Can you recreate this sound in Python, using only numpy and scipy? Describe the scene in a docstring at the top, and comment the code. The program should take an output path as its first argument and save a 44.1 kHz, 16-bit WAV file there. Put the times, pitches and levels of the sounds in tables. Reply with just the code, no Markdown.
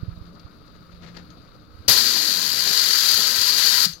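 """In a small workshop an air gun blows for two seconds beside a coasting spinner on a workbench.
Before it come a low hum, thumps of handling, and the ticks and rustle of the hose: sines and shaped noise.
The valve opens with a puff of stored pressure; the jet, coloured turbulent noise, sags and swells as it is
aimed and is chopped by the slowing spinner, which whirrs in harmonics.
The valve then shuts to a brief leak, leaving the room's short diffuse tail."""
import sys
import numpy as np
from scipy import signal
from scipy.fft import rfft, irfft
from scipy.io import wavfile

SR = 44100
rng = np.random.default_rng(int(sys.argv[2]) if len(sys.argv) > 2 else 0)


def wav_out(sig):
    """Save sig, one row per channel (or a flat mono array), as 16-bit PCM at SR to the path in sys.argv[1]."""
    wavfile.write(sys.argv[1], SR, np.round(np.clip(np.atleast_2d(sig).T, -1, 1) * 32767).astype(np.int16))


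N = 176400
T = np.arange(N) / SR  # seconds
HZ = np.maximum(np.fft.rfftfreq(N, 1 / SR), 1)  # every frequency of the spectrum

VALVE_OPEN_S = 1.879
FLUTTER_HZ = 33.97  # corner of the flicker in turbulent noise

# the spinner coasts almost to a stop, then picks up a little; whirr level and chop depth are relative:
# time_s, passes_per_s, whirr_db, chop_db
SPINNER_MOTION = [(1.88, 132.76, -50.5, 0.6579), (2.0, 120.82, -40, 1.2183), (2.1, 116.53, -41.5, 1.11),
                  (2.23, 104.67, -45.5, 1.6782), (2.38, 90.67, -46, 2), (2.6, 62.52, -47.5, 2),
                  (2.75, 48.08, -60.5, 2), (3.0, 38, -69.5, 1.5), (3.15, 35.82, -68, 1.5),
                  (3.35, 20.14, -69, 2), (3.55, 8.599, -80, 1), (3.65, 14.5, -80, 1.04),
                  (3.8, 34, -74.5, -0.813)]


def from_db(db):
    """A level in decibels is twenty times the logarithm of the amplitude ratio returned here."""
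    return 10 ** (np.asarray(db) / 20)


def in_time(rows):
    """Linear interpolation carries each column of a time curve to every sample."""
    s, *columns = np.transpose(rows)
    return np.array([np.interp(T, s, c) for c in columns])


def in_hz(rows):
    """Interpolation over log frequency carries each column of a spectrum to every frequency."""
    hz, *columns = np.transpose(rows)
    return np.array([np.interp(np.log(HZ), np.log(hz), c) for c in columns])


def drift(corner_hz):
    """Low-passed white noise, scaled to unit standard deviation, is a slow random fluctuation."""
    slow = irfft(rfft(rng.standard_normal(N)) / (1 + (HZ / corner_hz) ** 2), N)
    return slow / slow.std()


def noise(colour, patchy_db=0, shelf_db=0):
    """Partly coherent stereo noise takes a spectral density; its bands may fluctuate independently."""
    # coherence of the two channels: frequency_hz, correlation
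    likeness = [(50, 0.3127), (200, 0.6347), (550, 0.858), (1400, 0.32), (3000, 0.4803), (5000, 0.1946),
                (7000, 0.287), (12000, 0.4134), (15000, 0.1474)]
    # phase by which the left channel leads: frequency_hz, lead_radians
    lead = [(30, 0), (300, .5), (1120, 1.0), (1890, 6), (3400, 6.0), (4500, 5), (5500, 2.5), (8500, 2.5),
            (10500, 0.9192), (13100, 1.5), (15400, 3.5)]
    mid, side = rfft(rng.standard_normal((2, N)))
    alike = np.clip(in_hz(likeness)[0], -1, 1)
    both = np.sqrt(1 + alike) * mid + np.sqrt(1 - alike) * side * [[1], [-1]]
    both = both * from_db(in_hz(colour) + shelf_db) * np.sqrt(SR) / 2
    both = both * np.exp(1j * in_hz(lead) * [[0], [-1]])
    if not patchy_db:
        return irfft(both, N)
    centres = np.log(np.geomspace(400, 13000, 6))  # overlapping bands that sum to the whole
    total = 0
    for band in np.eye(6):
        part = irfft(both * np.interp(np.log(HZ), centres, band), N)
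        total = total + part * from_db(patchy_db * drift(FLUTTER_HZ))
    return total


def dying(start_s, t60_s):
    """Exponential decay, begun by a jump to 1, falls 60 dB in each reverberation time."""
    return (T >= start_s) * from_db(-60 * np.clip((T - start_s) / t60_s, 0, 4))


def bell(centre_s, length_s):
    """A Gaussian envelope rises and falls smoothly about its centre."""
    return np.exp(-((T - centre_s) / length_s) ** 2)


def background():
    """Steady sources superpose: broadband room noise and a two-tone hum wavering in phase and level."""
    # spectral density, relative: frequency_hz, left_db_per_hz, right_db_per_hz
    room_tone = [(25.02, -101, -72.5), (62.97, -79, -67), (130.38, -80.5, -70.5), (235.8, -73.5, -81.5),
                 (356.9, -81.0, -95), (515.47, -80.5, -89), (844.16, -91.5, -99.6), (1095.2, -86, -97),
                 (1257.6, -77, -98.5), (1894.4, -96.5, -98.0), (3348, -97.5, -104.9), (3737, -88.5, -106.1),
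                 (4798.2, -86.5, -109.0), (5185.2, -99.8, -112.0), (6494, -104.4, -114.8),
                 (8517, -115.5, -118.0), (11633, -108.7, -111.4), (15500, -110.9, -112.9)]
    # level of the room noise, relative: time_s, level_db
    room_level = [(0, 0.5), (.6, -1), (1.4, .5), (1.7, -2.5), (1.85, 1.5), (2.1, -7.5), (3.8, -4.5),
                  (3.95, -4)]
    # hum tones, right channel relative to left: pitch_hz, right_db
    hum_tones = [(172.0, -4.5), (301.5, -7)]
    # swelling and fading of the hum: time_s, low_tone_db, high_tone_db
    hum_level = [(0, -41.5, -59.5), (.32, -46, -57.5), (.5, -58, -56.5), (.75, -51.5, -57.5),
                 (.95, -48.5, -64), (1.08, -39.5, -72), (1.25, -46.5, -56.5), (1.5, -53.5, -56.5),
                 (1.72, -60, -54), (4, -57.5, -61.5)]
    hum = 0
    for (hz, right_db), level_db in zip(hum_tones, in_time(hum_level)):
        tone = np.sin(2 * np.pi * hz * T + .5 * drift(8.34))
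        hum = hum + from_db([[0], [right_db]]) * tone * from_db(level_db + 2 * drift(8.8))
    return noise(room_tone, patchy_db=1.7912) * from_db(in_time(room_level)) + hum


def thumps():
    """Structure-borne impulses: each soft knock is a low cosine under a short Gaussian envelope."""
    # handling, valve and gusts: centre_s, pitch_hz, length_s, left_db, right_db
    knocks = [(.033, 102.9, 0.005301, -50, -17), (.034, 225.2, 0.001913, -41, -26),
              (0.088, 98.4, 0.00776, -48, -17.5), (0.128, 50, 0.01122, -51.5, -30),
              (0.179, 85, 0.003445, -58, -28), (0.216, 75, 0.00651, -52, -26),
              (0.275, 60, .008, -59, -39.5), (0.454, 74.87, 0.005286, -55.5, -28),
              (0.941, 59.96, 0.01217, -55, -38), (1.754, 64.96, 0.00929, -59, -35.5),
              (1.798, 80.06, 0.01132, -52, -34.5), (1.892, 84.78, 0.012895, -24.5, -42),
              (3.149, 111, 0.0078, -38.5, -40), (3.394, 94.78, 0.0098, -36, -40),
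              (3.869, 181, 0.007028, -25, -33), (3.898, 163.7, 0.0173, -33, -40.5),
              (3.937, 69.6, 0.0115, -47.5, -39)]
    total = 0
    for s, hz, length_s, left_db, right_db in knocks:
        knock = -np.cos(2 * np.pi * hz * (T - s)) * bell(s, length_s)
        total = total + from_db([[left_db], [right_db]]) * knock
    return total


def ticks():
    """Impact excites a scratchy band of noise and a faint ringing mode, both dying exponentially."""
    # small metal ticks of the gun and its coupling, left levels: start_s, crack_db, ring_hz, ring_db
    taps = [(0.3954, -39.5, 4560, -45), (.679, -45, 4110, -57), (1.1673, -31, 4142, -50),
            (1.3031, -38.5, 6617, -51.5), (1.4485, -50, 4600, -56.5), (3.932, -27, 6247, -30)]
    crack_hz, crack_t60_s, ring_t60_s = 4426, 0.02564, .075
    edges_hz = [crack_hz / 1.3138, crack_hz * 1.1565]
    band = signal.butter(2, edges_hz, "band", fs=SR, output="sos")
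    crack = signal.sosfilt(band, rng.standard_normal(N))
    crack /= crack.std()
    total = 0
    for s, crack_db, ring_hz, ring_db in taps:
        scratch = from_db(crack_db) * crack * dying(s, crack_t60_s)
        ring = from_db(ring_db) * np.sin(2 * np.pi * ring_hz * (T - s)) * dying(s, ring_t60_s)
        total = total + np.clip((T - s) / 0.00176, 0, 1) * (scratch + ring)  # onset ramp in s
    return total * from_db([[0], [-19]])  # left, right


def hose():
    """Sliding friction makes grainy noise, swelling with each stroke of the hose over the bench."""
    # strokes, relative level: centre_s, length_s, level_db
    slides = [(0.76, 0.01344, -6), (0.926, 0.0095, -2.5), (0.958, 0.01079, -6.5), (1.018, 0.01183, -7),
              (1.036, 0.010835, 1), (1.075, 0.03606, 1), (1.154, 0.01181, 1.5), (1.172, 0.003746, 12),
              (1.192, 0.02176, 0.5), (1.318, 0.0309, -11), (1.468, 0.01463, -12)]
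    # spectral density, relative: frequency_hz, left_db_per_hz, right_db_per_hz
    slide_colour = [(199.5, -77, -88), (684.2, -80, -91), (1257.6, -90.5, -111), (1713.7, -80, -94),
                    (2995, -89, -99), (4295, -83, -106), (5549, -93.5, -108), (6990, -97, -112),
                    (8978, -118, -122), (12000, -113, -117), (16000, -118, -122)]
    stroke = sum(from_db(db) * bell(s, length_s) for s, length_s, db in slides)
    return noise(slide_colour) * stroke * from_db(2.624 * drift(318.3))


def valve_opening():
    """A valve gates the flow: it snaps open, holds, falls quickly to a dwindling leak, then seats."""
    attack_s, shut_s, close_db_per_s = 0.004812, 3.856, 895.5
    # air still escapes until the valve seats
    leak_db, leak_db_per_s, seated_s, reseat_db_per_s = -11.5, 173, 3.935, 500
    since_s = np.maximum(T - shut_s, 0)
    escaping_db = leak_db - leak_db_per_s * since_s
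    escaping_db = escaping_db - reseat_db_per_s * np.maximum(T - seated_s, 0)
    opening = np.clip((T - VALVE_OPEN_S) / attack_s, 0, 1)
    return opening * from_db(np.maximum(-close_db_per_s * since_s, escaping_db))


def puff():
    """Stored pressure discharges as a burst of coloured noise that decays exponentially."""
    # spectral density, relative: frequency_hz, left_db_per_hz, right_db_per_hz
    puff_colour = [(30, -54, -80.5), (79, -44.5, -72.5), (169.8, -51.5, -61.5), (300.3, -57, -70),
                   (623.3, -53.5, -90.5), (1200, -57.5, -90), (2443.6, -56.5, -75), (4498, -44, -71),
                   (6197, -46, -61.5), (8630, -59.5, -64), (12130, -50, -55.5), (15990, -61, -64.5)]
    decay_db_per_s = 205.5
    return noise(puff_colour) * from_db(-decay_db_per_s * np.maximum(T - VALVE_OPEN_S, 0))


def bench_lift():
    """Resonance of tools and surfaces around the jet lifts narrow bands, given in dB per frequency."""
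    # resonances: centre_hz, width_hz, lift_db
    bench = [(1310.6, 42.8, 6.5), (1589.3, 84.8, 3), (2020.1, 45.12, 5), (2369, 79.3, 5),
             (3165.6, 85.9, 2.5), (3550.3, 48.7, 3.5), (3893.8, 40.27, 5), (4323.9, 145.2, 3.5),
             (4500.2, 61.63, 4), (4831.8, 47.1, 4.5), (5076.3, 34.9, 7), (5452.9, 53.46, 7),
             (6012.5, 31.9, 0), (6781.4, 43.4, 2)]
    return -0.978 + sum(db / (1 + (2 * (HZ - hz) / width) ** 2) for hz, width, db in bench)


def jet():
    """Turbulent mixing gives broadband hiss, coloured by bench resonances and driven by the aim."""
    # spectral density, relative: frequency_hz, left_db_per_hz, right_db_per_hz
    jet_colour = [(30, -82.5, -125), (89.2, -60, -84), (227.4, -66.5, -72), (324.06, -68, -87),
                  (418.82, -61.5, -70.5), (582.6, -69.5, -79.5), (883.03, -70.5, -74.5),
                  (999.05, -58.5, -79.5), (1153.9, -65, -79.5), (1390.4, -58.5, -82.5),
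                  (1982.4, -58, -74.5), (2083.3, -64, -78), (2701.2, -62.5, -70), (3031, -57.5, -70.5),
                  (3580.2, -56.5, -74.5), (3884.5, -50.5, -72.5), (4598.5, -45.5, -70),
                  (4809.1, -44.5, -75.5), (5122, -55, -70), (5943.7, -55, -70), (7090.9, -57.5, -69.5),
                  (8091, -66.5, -89), (8903.4, -69, -75), (10430, -64.5, -70), (12271, -57.5, -67.5),
                  (13888, -68.5, -71), (15504, -68, -79)]
    # strength of the jet as it is aimed, relative: time_s, level_db
    flow = [(1.89, 5), (1.98, 2.5), (2.08, 0.0696), (2.3, -2.5), (2.5, -3.5), (2.64, -2), (2.78, 0.5292),
            (2.96, 0.2229), (3.08, 1.8262), (3.3, -0.6223), (3.44, -0.1122), (3.49, 1), (3.54, -0.5537),
            (3.63, 2.5), (3.72, 1.3688), (3.85, 2)]
    bass_db = -10 / (1 + (HZ / 485.44) ** 2)  # low shelf
    hiss = noise(jet_colour, patchy_db=.5, shelf_db=bench_lift() + bass_db)
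    return hiss * from_db(-0.7885 + in_time(flow) + 0.445 * drift(FLUTTER_HZ))


def spin_angle():
    """Phase is the integral of rate: radians, one cycle for each pass through the jet."""
    return 2 * np.pi * np.cumsum(in_time(SPINNER_MOTION)[0]) / SR


def chopped(hiss):
    """Amplitude modulation: the spinner's passes raise and lower the hiss, most of all its treble."""
    overtone, mid_share, split_hz = 0.5331, 0.5989, 6281
    angle, depth_db = spin_angle(), in_time(SPINNER_MOTION)[2]
    chop_db = depth_db * (np.cos(angle) + overtone * np.cos(2 * angle))
    mids = irfft(rfft(hiss) / (1 + (HZ / split_hz) ** 8), N)
    treble = hiss - mids
    return mids * from_db(mid_share * chop_db) + treble * from_db(chop_db)


def rush():
    """Flow past obstacles sheds low noise where the jet grazes the spinner and vice."""
    # strength, relative: time_s, level_db
    rush_level = [(1.9, 5), (2.03, -5), (2.22, 1.5), (2.45, -3.5), (2.6, 1.5), (2.69, 6.5), (2.8, -7),
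                  (3.08, -8), (3.17, 2.5), (3.26, 1), (3.38, -2.5), (3.5, -3.5), (3.85, -7)]
    # spectral density, relative: frequency_hz, left_db_per_hz, right_db_per_hz
    rush_colour = [(40, -110.5, -100.5), (99.8, -80.5, -83), (204.3, -69.5, -75), (449.2, -70, -81),
                   (745.3, -72.5, -85), (2000, -106, -100)]
    return noise(rush_colour) * from_db(in_time(rush_level) + 3.77 * drift(37.6))


def spinner():
    """Periodic rotation whirrs in harmonics of the pass rate, unsteady in level."""
    # harmonics, relative level: multiple, level_db
    whirr_harmonics = [(1, -8), (2, -3.5), (3, -3)]
    angle, whirr_db = spin_angle(), in_time(SPINNER_MOTION)[1]
    whirr = 0
    for multiple, level_db in whirr_harmonics:
        waver_db = 2.5 * drift(2.765)
        whirr = whirr + np.sin(multiple * angle) * from_db(whirr_db + level_db + waver_db)
    return whirr * from_db([[3], [-5]])  # left, right


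def air_gun():
    """Superposed jet, puff, rush and whirr are all gated by the one valve."""
    return valve_opening() * (chopped(jet()) + puff() + rush() + spinner())


def workshop(x):
    """Convolution with exponentially decaying noise adds a diffuse reverberant tail to direct sound."""
    t60_s, tail_db, wall_cut_hz = 0.2809, -12, 11647
    tail = rng.standard_normal((2, SR)) * dying(0.003, t60_s)[:SR]
    tail /= np.sqrt((tail ** 2).sum(1, keepdims=True))  # unit energy before the walls dull it
    tail = signal.sosfilt(signal.butter(2, wall_cut_hz, fs=SR, output="sos"), tail)
    return x + from_db(tail_db) * signal.fftconvolve(x, tail, axes=1)[:, :N]


def scene():
    """Superposition: gun, hose and ticks sound in the room, with thumps and background added dry."""
    return workshop(air_gun() + hose() + ticks()) + thumps() + background()


def record(dry):
    """Overload clips peaks beyond full scale, and a steep low-pass limits the bandwidth."""
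    cutoff_hz = 15900
    return irfft(rfft(np.clip(dry, -1, 1)) / np.sqrt(1 + (HZ / cutoff_hz) ** 400), N)


dry = scene()
out = record(dry)
wav_out(out)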